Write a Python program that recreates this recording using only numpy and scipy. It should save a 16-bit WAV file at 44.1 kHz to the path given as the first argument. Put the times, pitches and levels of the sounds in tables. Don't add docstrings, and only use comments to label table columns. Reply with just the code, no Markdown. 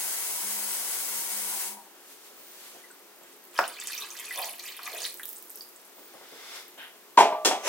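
import sys
import numpy as np
from scipy import signal
from scipy.fft import rfft, irfft
from scipy.io import wavfile
from scipy.ndimage import uniform_filter1d

SR = 44100
rng = np.random.default_rng(int(sys.argv[2]) if len(sys.argv) > 2 else 0)


def pcm_store(signal):
    levels = np.round(np.clip(np.atleast_2d(signal), -1, 1) * 32767)
    wavfile.write(sys.argv[1], SR, levels.astype(np.int16).T)


N = 338688
TIME = np.arange(N) / SR
EDGE_HZ = 16050

# f/Hz, level/dB
FINE_DROPLETS = [(5000, -7), (8000, -1.5), (11000, 3.5), (15500, 2)]
# f/Hz, level/dB, t60/s
PAN_MODES = [(400.4, -13, 0.24), (439.6, -25, 0.74), (553, -17, 0.25), (627, -16, 1.2), (688, -14, 0.62),
             (712, -22, 0.37), (825, -6, 0.31), (856, -6, 0.34), (914, 1, 0.082), (951, 13, 0.059),
             (1025, -5.5, 0.46), (1170, -21, 1.9), (1432, -13.5, 0.14), (1559, -16.5, 0.21),
             (1830, -30, 0.16), (2144, -14, 0.17), (2384, -19.5, 0.23)]
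# f/Hz, t60/s
ROOM_DECAY = [(150, 0.42), (1000, 0.22), (4000, 0.28), (9000, 0.23), (16000, 0.37)]


def pour():
    # t/s, level/dB
    stream_curve = [(3.53, -54), (3.58, -38.5), (3.69, -47.5), (3.76, -47), (3.81, -41.5), (4.0, -40),
                    (4.09, -50), (4.17, -43), (4.27, -44.5), (4.44, -35.5), (4.53, -49.5), (4.68, -42),
                    (4.81, -51.5), (4.86, -38.5), (4.96, -41.5), (5.06, -36), (5.11, -50.5), (5.18, -72)]
    # f/Hz, level/dB
    big_bubbles = [(300, -31), (480, 2), (700, -5), (1100, 14), (1500, -1.5)]
    # f/Hz, level/dB
    small_bubbles = [(1300, 0), (2200, 29), (3200, 27), (4500, 28), (7000, 3)]
    # f/Hz, level/dB
    impacts = [(1500, 0), (3000, -3.5), (6000, 3.5), (9000, 0)]
    stream = level(stream_curve)
    gurgle = amp(-20) * swarm(big_bubbles, per_s=620, cycles=4.1, spread_db=0.5, count=14)
    bubbling = amp(-6) * swarm(small_bubbles, per_s=1300, cycles=9.7, spread_db=5)
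    slaps = amp(-7) * swarm(impacts, per_s=1400, cycles=1.35, spread_db=7)
    droplets = swarm(FINE_DROPLETS, per_s=1200, cycles=2.8, spread_db=6.5)
    spray = amp(-7.5) * stream * flutter(depth_db=2, rate_hz=20) * droplets
    body = glugs() + stream * (gurgle + bubbling + slaps)
    splash = kitchen(body, wet_db=-5, early_db=-3.5) + kitchen(spray, wet_db=-0.5, early_db=1.5)
    return lean(-0.99) * low_cut(splash, hz=170)


def glugs(rise_s=0.02, pitch_ratio=1.35):
    # t/s, level/dB, fade/s, f/Hz
    gulps = [(3.59, -43, 0.086, 1200), (4.0, -51.5, 0.17, 1160), (4.391, -38, 0.055, 760),
             (4.86, -48, .08, 950), (4.94, -47, 0.089, 492), (4.201, -46.5, 0.059, 2390),
             (4.68, -47, 0.14, 2400)]
    out, lead_s = np.zeros((2, N)), 10 * rise_s
    for s, db, fade_s, hz in gulps:
        sizes = [(hz / pitch_ratio, 0), (hz * pitch_ratio, 0)]
        cluster = swarm(sizes, per_s=700, cycles=4.6, spread_db=1.5, count=12, size=SR)
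        add(out, s - lead_s, amp(db) * surge(lead_s, rise_s, fade_s)[:SR] * cluster)
    return out


def drops():
    # t/s, level/dB, f/Hz, decay/cycles
    pockets = [(3.5895, -8.5, 1406, 1.5), (3.5898, -11, 900, 1.2), (3.5902, -18, 510, 0.83),
               (3.5897, -23.5, 5100, 7.7), (3.603, -21, 667, 3.1), (3.611, -34, 1070, 4)]
    # t/s, level/dB, f/Hz, decay/cycles
    singles = [(2.838, -49.5, 1910, 10), (2.903, -48, 1450, 9), (2.912, -42, 8100, 11),
               (3.578, -24, 4720, 2.7), (3.64, -26, 2720, 2.2), (3.679, -22, 9200, 4.4),
               (3.8005, -24, 7340, 2.7), (3.8723, -14, 7300, 0.46), (3.933, -23.5, 4700, 0.64),
               (3.9785, -24, 5660, 5), (4.022, -27, 3810, 6.2), (4.1048, -27.5, 6020, 3),
               (4.3085, -28, 1880, 4), (4.445, -21, 5740, 0.8), (4.597, -27, 4100, 2),
               (4.792, -31.5, 1100, 0.7), (4.8755, -33, 2110, 5.8), (5.019, -23.5, 6300, 2.4),
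               (5.0445, -28, 3770, 4), (5.052, -17.5, 3987, 2.2), (5.197, -31.5, 1630, 1.3),
               (5.233, -18.5, 11900, 0.62), (5.233, -31, 3400, 1.7), (5.3675, -33, 8100, 5.5),
               (5.5035, -26, 12800, 3), (5.6085, -31.5, 4670, 8.4), (5.7615, -36.5, 7700, 3)]
    plop = kitchen(bubbles(pockets), wet_db=-2, early_db=-3)
    drips = kitchen(low_cut(bubbles(singles), hz=300), wet_db=-2, early_db=0, early_s=0.011)
    return lean(0.56) * plop + lean(-0.89) * drips


def tap(shut_s=1.78, closing_s=0.14, slacken_s=1.536):
    # f/Hz, level/dB
    spatter = [(60, -37), (140, -51), (250, -15), (380, -14), (520, -8.5), (850, -6), (1200, -8),
               (2100, -5.5), (3700, -6), (6500, -1), (8400, 2), (10200, 3), (11500, -1), (16000, -1.5)]
    # f/Hz, level/dB, t60/s
    sink_modes = [(209, -5.5, 1), (381, -4.5, 0.19), (801, 4.5, 0.09), (944, 13.5, 0.046)]
    valve = np.clip((shut_s - TIME) / closing_s, 0, 1)
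    flow = np.maximum(valve, amp(-20) * fading(shut_s, fade_s=0.09))
    force = amp(-52.5) * fading(shut_s, fade_s=0.082) + amp(-49) * surge(slacken_s, 0.033, 0.033)
    room_paths = dying(diffuse(rng.standard_normal((2, SR // 2))), ROOM_DECAY)
    far = driven(clicks(per_s=5000, spread_db=5.5), room_paths)
    near = unit(diffuse(np.array([clicks(per_s=2500, spread_db=-1.5) for _ in range(2)])))
    hiss = amp(-30) * flow * colour(far + amp(-5) * near, spatter)
    drum = force * driven(clicks(per_s=400, spread_db=1.5), ring(sink_modes, lowest_hz=205))
    return lean(2.7) * (hiss + drum)


def clatter():
    # t/s, ring level/dB, boom level/dB, clank level/dB
    knocks = [(7.173, -39, -18, -30.5), (7.1748, -8.5, -18, -42), (7.185, -22, -18.5, -27),
              (7.2025, -14.5, -18, -29), (7.2163, -21.5, -25.5, -50), (7.322, -28, -38, -70),
              (7.346, -31.5, -44, -72), (7.4485, -41, -39, -20), (7.455, -37, -36, -20.5),
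              (7.47, -48.5, -28.5, -29), (7.511, -38, -24, -55), (7.548, -52, -50, -60)]
    # f/Hz, level/dB, t60/s
    rim_modes = [(1810, 2.5, 0.1), (2750, 1.5, 0.086), (3340, 2.5, 0.25), (3370, 1, 0.32), (4253, 6, 0.19),
                 (5200, 8, 0.1), (5739, -2, .16), (6570, 5.5, 0.13), (8900, -5, 0.15)]
    # f/Hz, level/dB
    basin = [(60, -64), (150, -58), (205, -16), (300, -16.5), (420, -7), (520, -11), (680, 0), (980, -6.5),
             (1200, -15), (1500, -18), (2800, -14.5), (5000, -26), (11000, -63)]
    # f/Hz, level/dB
    metal = [(60, -60), (150, -54), (210, -14), (340, 2.5), (530, 2), (850, -4.5), (2000, -8), (3400, -5),
             (4600, -7.5), (5400, -3), (8600, -6.5), (11500, -14), (16000, -20)]
    out = np.zeros((2, N))
    pan, rim = struck(PAN_MODES, contact_s=0.0033), struck(rim_modes, contact_s=0.0017)
    swell = 1 - np.exp(-TIME[:SR] / 0.00074)
    for s, ring_db, boom_db, clank_db in knocks:
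        boom = narrowed(noise(basin, size=SR), side_db=-7.5)
        boom = swell * dying(boom, t60s=[(200, 0.31), (900, 0.38), (3000, 0.3)])
        clank = dying(noise(metal, size=SR), t60s=[(400, 0.33), (3300, 0.3), (8000, 0.27), (15000, 0.2)])
        clank = lean(0.5) * (clank + amp(-4) * rim)
        add(out, s, amp(ring_db) * pan + amp(boom_db) * boom + amp(clank_db) * clank)
    return lean(0.2) * low_cut(out, hz=130)


def slide():
    # t/s, level/dB
    slide_curve = [(7.59, -51), (7.63, -45.5), (7.65, -33), (7.668, -29.5), (7.68, -23)]
    # f/Hz, level/dB
    scrape = [(100, -57), (370, -5), (630, 3), (820, -41), (1200, -8), (2800, -4.5), (4500, -15.5),
              (6150, -4.5), (7000, -11), (12000, -19), (16000, -30)]
    slips = clicks(per_s=900, spread_db=3)
    return level(slide_curve) * (noise(scrape) + amp(-10) * driven(slips, ring(PAN_MODES)))


def sizzle(spill_s=5.06):
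    # f/Hz, level/dB
    frying = [(5000, -22), (8000, -20), (11000, -20), (15500, -5)]
    # start t/s, end t/s, level/dB
    hisses = [(2.33, 2.52, -53), (5.93, 6.08, -54)]
    # f/Hz, level/dB
    thin_hiss = [(13500, -42), (14700, -5), (15200, 3), (16000, -11)]
    boiling = amp(-50) * held(spill_s, end_s=5.62)
    lingering = amp(-63) * held(spill_s, end_s=6.08)
    bursts = swarm(frying, per_s=900, cycles=1.15, spread_db=7)
    ticks = low_cut((boiling + lingering) * bursts, hz=2500)
    hiss = sum(amp(db) * held(start_s, end_s) for start_s, end_s, db in hisses) * noise(thin_hiss)
    return lean(-1.2) * kitchen(ticks, wet_db=-1, early_db=-3) + hiss


def cook(thump_s=0.033, scuff_s=0.037):
    # peak t/s, level/dB, rise/s, tilt/(dB per octave), hollowness/0-1
    swishes = [(2.125, -48, 0.09, 6.5, 0), (2.27, -49.5, 0.069, 5.5, 0.2), (2.67, -46, 0.26, 4.5, 0),
               (3.33, -57, 0.08, 5, 0), (6.46, -47.5, 0.29, 1, 0.75), (6.57, -40, 0.11, 1.8, 0.87)]
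    # t/s, thump level/dB, scuff level/dB
    steps = [(1.94, -64, -65), (2.299, -59, -75), (2.391, -58, -78), (2.744, -52, -61), (3.21, -55.5, -61),
             (5.979, -54, -75), (6.135, -51, -66), (6.208, -53.5, -60), (6.32, -53, -67), (6.774, -53, -43)]
    # f/Hz, level/dB
    thump = [(50, -16), (130, -11.5), (300, 1), (520, 4.5), (900, -1.5), (3000, -22)]
    # f/Hz, level/dB
    scuff = [(350, -47), (600, -4), (821, -5), (1170, -7), (1520, 4.5), (2380, -2), (3180, 4.5),
             (4510, -14.5), (12000, -55), (15600, -64), (22000, -120)]
    out = np.zeros((2, N))
    for s, db, rise_s, tilt_db, hollow in swishes:
        out += amp(db) * surge(s, rise_s, fade_s=0.53 * rise_s) * rubbing(tilt_db, hollow)
    t = TIME[:SR // 2]
    thump_shape = 2 * (1 - np.exp(-t / 0.0052)) * np.exp(-t / thump_s)
    scuff_shape = t / scuff_s * np.exp(1 - t / scuff_s)
    for s, thump_db, scuff_db in steps:
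        add(out, s, amp(thump_db) * noise(thump, size=len(t)) * thump_shape)
        add(out, s, amp(scuff_db) * noise(scuff, size=len(t)) * scuff_shape)
    return out


def rubbing(tilt_db, hollow):
    # f/Hz, level/dB
    cloth = [(180, -30), (400, -1.5), (750, -5.5), (1500, -5), (3500, -9), (6500, -14), (11000, -17),
             (16000, -23.5)]
    # f/Hz, width/Hz, level/dB
    resonances = [(1490, 220, 2), (2100, 180, 8), (3530, 350, 8), (5200, 2100, 6.5)]
    hz = np.geomspace(100, EDGE_HZ, num=400)
    db = read(cloth, hz) + tilt_db * np.log2(hz)
    for centre, width, peak_db in resonances:
        db += hollow * peak_db / (1 + (2 * (hz - centre) / width) ** 2)
    catches = unit(np.array([clicks(per_s=1500, spread_db=2) for _ in range(2)]))
    friction = diffuse(rng.standard_normal((2, N)) + amp(-11) * catches)
    return colour(friction, np.transpose([hz, db]))


def stray_drips():
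    drips = swarm(FINE_DROPLETS, per_s=45, cycles=3, spread_db=3, count=10)
    gain = amp(-66.5) * held(start_s=2.2, end_s=6.88, rise_s=0.18, fade_s=0.092)
    return kitchen(gain * drips, wet_db=-1, early_db=-3)


def room_tone():
    # f/Hz, level/dB
    hush = [(30, -42), (100, -32), (200, -11), (360, -3.5), (550, -6), (1000, -7), (2000, -11),
            (4400, -13.5), (11000, -15.5), (16000, -14.5)]
    # f/Hz, level/dB
    drone = [(200, -48), (342, -28), (355, -2.5), (368, -23), (410, -21), (421, -5), (435, -22),
             (700, -42.5)]
    # f/Hz, level/dB
    whine = [(11500, -40), (12900, -7), (13450, 8), (14000, -23), (15500, -46)]
    return amp(-53) * noise(hush) + amp(-65) * noise(drone) + amp(-64) * noise(whine)


def kitchen(x, wet_db, early_db, early_s=0.0073):
    t = TIME[:SR // 2]
    early, late = (diffuse(rng.standard_normal((2, len(t)))) for _ in range(2))
    early = early * np.exp(-t / early_s) * (t > 0.001)
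    late = dying(late, ROOM_DECAY) * (1 - np.exp(-t / 0.0082))
    echoes = amp(early_db) * early / np.linalg.norm(early[0]) + amp(wet_db) * late / np.linalg.norm(late[0])
    return x + signal.fftconvolve(x, echoes, axes=1)[:, :N]


def bubble(hz, cycles, rise=0.018):
    turns = hz * TIME[:int(6 * cycles * SR / hz) + 8]
    age = turns / cycles
    flow = (1 - np.exp(-2 * turns)) * np.exp(-age) * np.sin(2 * np.pi * turns * (1 + rise * age))
    pressure = np.gradient(flow)
    return pressure / np.abs(pressure).max()


def bubbles(rows):
    out = np.zeros((2, N))
    for s, db, hz, cycles in rows:
        add(out, s, amp(db) * bubble(hz, cycles))
    return out


def swarm(sizes, per_s, cycles, spread_db, count=28, size=N):
    out = np.zeros((2, size))
    for hz in np.geomspace(sizes[0][0], sizes[-1][0], count):
        grain = bubble(hz * rng.uniform(0.98, 1.02), cycles * rng.uniform(0.5, 1.5))
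        grain = grain / np.linalg.norm(grain) * amp(read(sizes, hz))
        direction = lean(2 * rng.standard_normal())
        out += direction * signal.oaconvolve(clicks(per_s / count, spread_db, size), grain)[:size]
    return unit(out)


def ring(modes, lowest_hz=280):
    t = TIME[:SR]
    modal = sum(amp(db - 60 * t / t60) * np.sin(2 * np.pi * hz * t) for hz, db, t60 in modes)
    return low_cut(modal, lowest_hz, order=4)


def struck(modes, contact_s):
    sound = ring(modes) * (1 - np.exp(-(TIME[:SR] / contact_s) ** 2))
    return sound / np.sqrt(np.mean(sound[:SR // 100] ** 2))


def driven(drive, response):
    return unit(irfft(rfft(drive) * rfft(response, N), N))


def clicks(per_s, spread_db, size=N):
    chance, height, sign = rng.random((3, size))
    excess = np.minimum(-np.log(1 - height), 4)
    return (chance < per_s / SR) * amp(spread_db * excess) * np.sign(sign - 0.5)


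def noise(spectrum, size=N):
    return colour(diffuse(rng.standard_normal((2, size))), spectrum)


def diffuse(pair):
    # f/Hz, coherence/0-1
    coherence = [(100, 0.62), (700, 0.72), (1400, 0.84), (3000, 0.23), (6000, 0.02)]
    size = pair.shape[-1]
    left, other = rfft(pair)
    same = read(coherence, np.fft.rfftfreq(size, 1 / SR))
    return irfft(np.array([left, same * left + np.sqrt(1 - same ** 2) * other]), size)


def colour(x, spectrum):
    size = x.shape[-1]
    return unit(irfft(rfft(x) * amp(read(spectrum, np.fft.rfftfreq(size, 1 / SR))), size))


def dying(x, t60s):
    hz, t, bands = signal.stft(x, SR, nperseg=256)
    decay = amp(-60 * t / read(t60s, hz)[:, None])
    return signal.istft(bands * decay, SR, nperseg=256)[1][:, :x.shape[-1]]


def low_cut(x, hz, order=2):
    return signal.sosfilt(signal.butter(order, hz, "highpass", fs=SR, output="sos"), x)


def level(rows):
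    s, db = np.transpose(rows)
    inside = (TIME >= s[0]) & (TIME <= s[-1])
    return amp(np.interp(TIME, s, db)) * uniform_filter1d(inside * 1., size=600)


def held(start_s, end_s, rise_s=0.035, fade_s=0.05):
    return np.clip((TIME - start_s) / rise_s, 0, 1) * fading(end_s, fade_s)


def surge(peak_s, rise_s, fade_s):
    return np.exp(-np.maximum(peak_s - TIME, 0) / rise_s) * fading(peak_s, fade_s)


def fading(end_s, fade_s):
    return np.exp(-np.maximum(TIME - end_s, 0) / fade_s)


def flutter(depth_db, rate_hz):
    knots = rng.standard_normal(200)
    return amp(depth_db * np.interp(TIME * rate_hz, np.arange(len(knots)), knots))


def lean(left_db):
    return amp([[left_db / 2], [-left_db / 2]])


def from_left(pair, lead_s=8e-5):
    return np.array([pair[0], np.pad(pair[1], (round(lead_s * SR), 0))[:N]])


def narrowed(pair, side_db):
    mid = pair.mean(axis=0)
    return mid + amp(side_db) * (pair - mid)


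def add(mix, s, sound):
    part = mix[..., max(round(s * SR), 0):][..., :sound.shape[-1]]
    part += sound[..., :part.shape[-1]]


def read(points, hz):
    f, value = np.transpose(points)
    return np.interp(np.log(hz + 1), np.log(f + 1), value)


def amp(db):
    return 10 ** (np.asarray(db) / 20)


def unit(x):
    return x / np.sqrt(np.mean(x ** 2) + 1e-20)


def scene():
    ahead = pour() + drops() + sizzle() + stray_drips()
    sink_side = tap() + clatter() + slide() + lean(0.94) * (cook() + room_tone())
    return ahead + from_left(sink_side)


def record(dry):
    band_limit = signal.firwin(511, EDGE_HZ, window=("kaiser", 9), fs=SR)
    return signal.oaconvolve(low_cut(dry, hz=110), band_limit[None], "same")


dry = scene()
out = record(dry)
pcm_store(out)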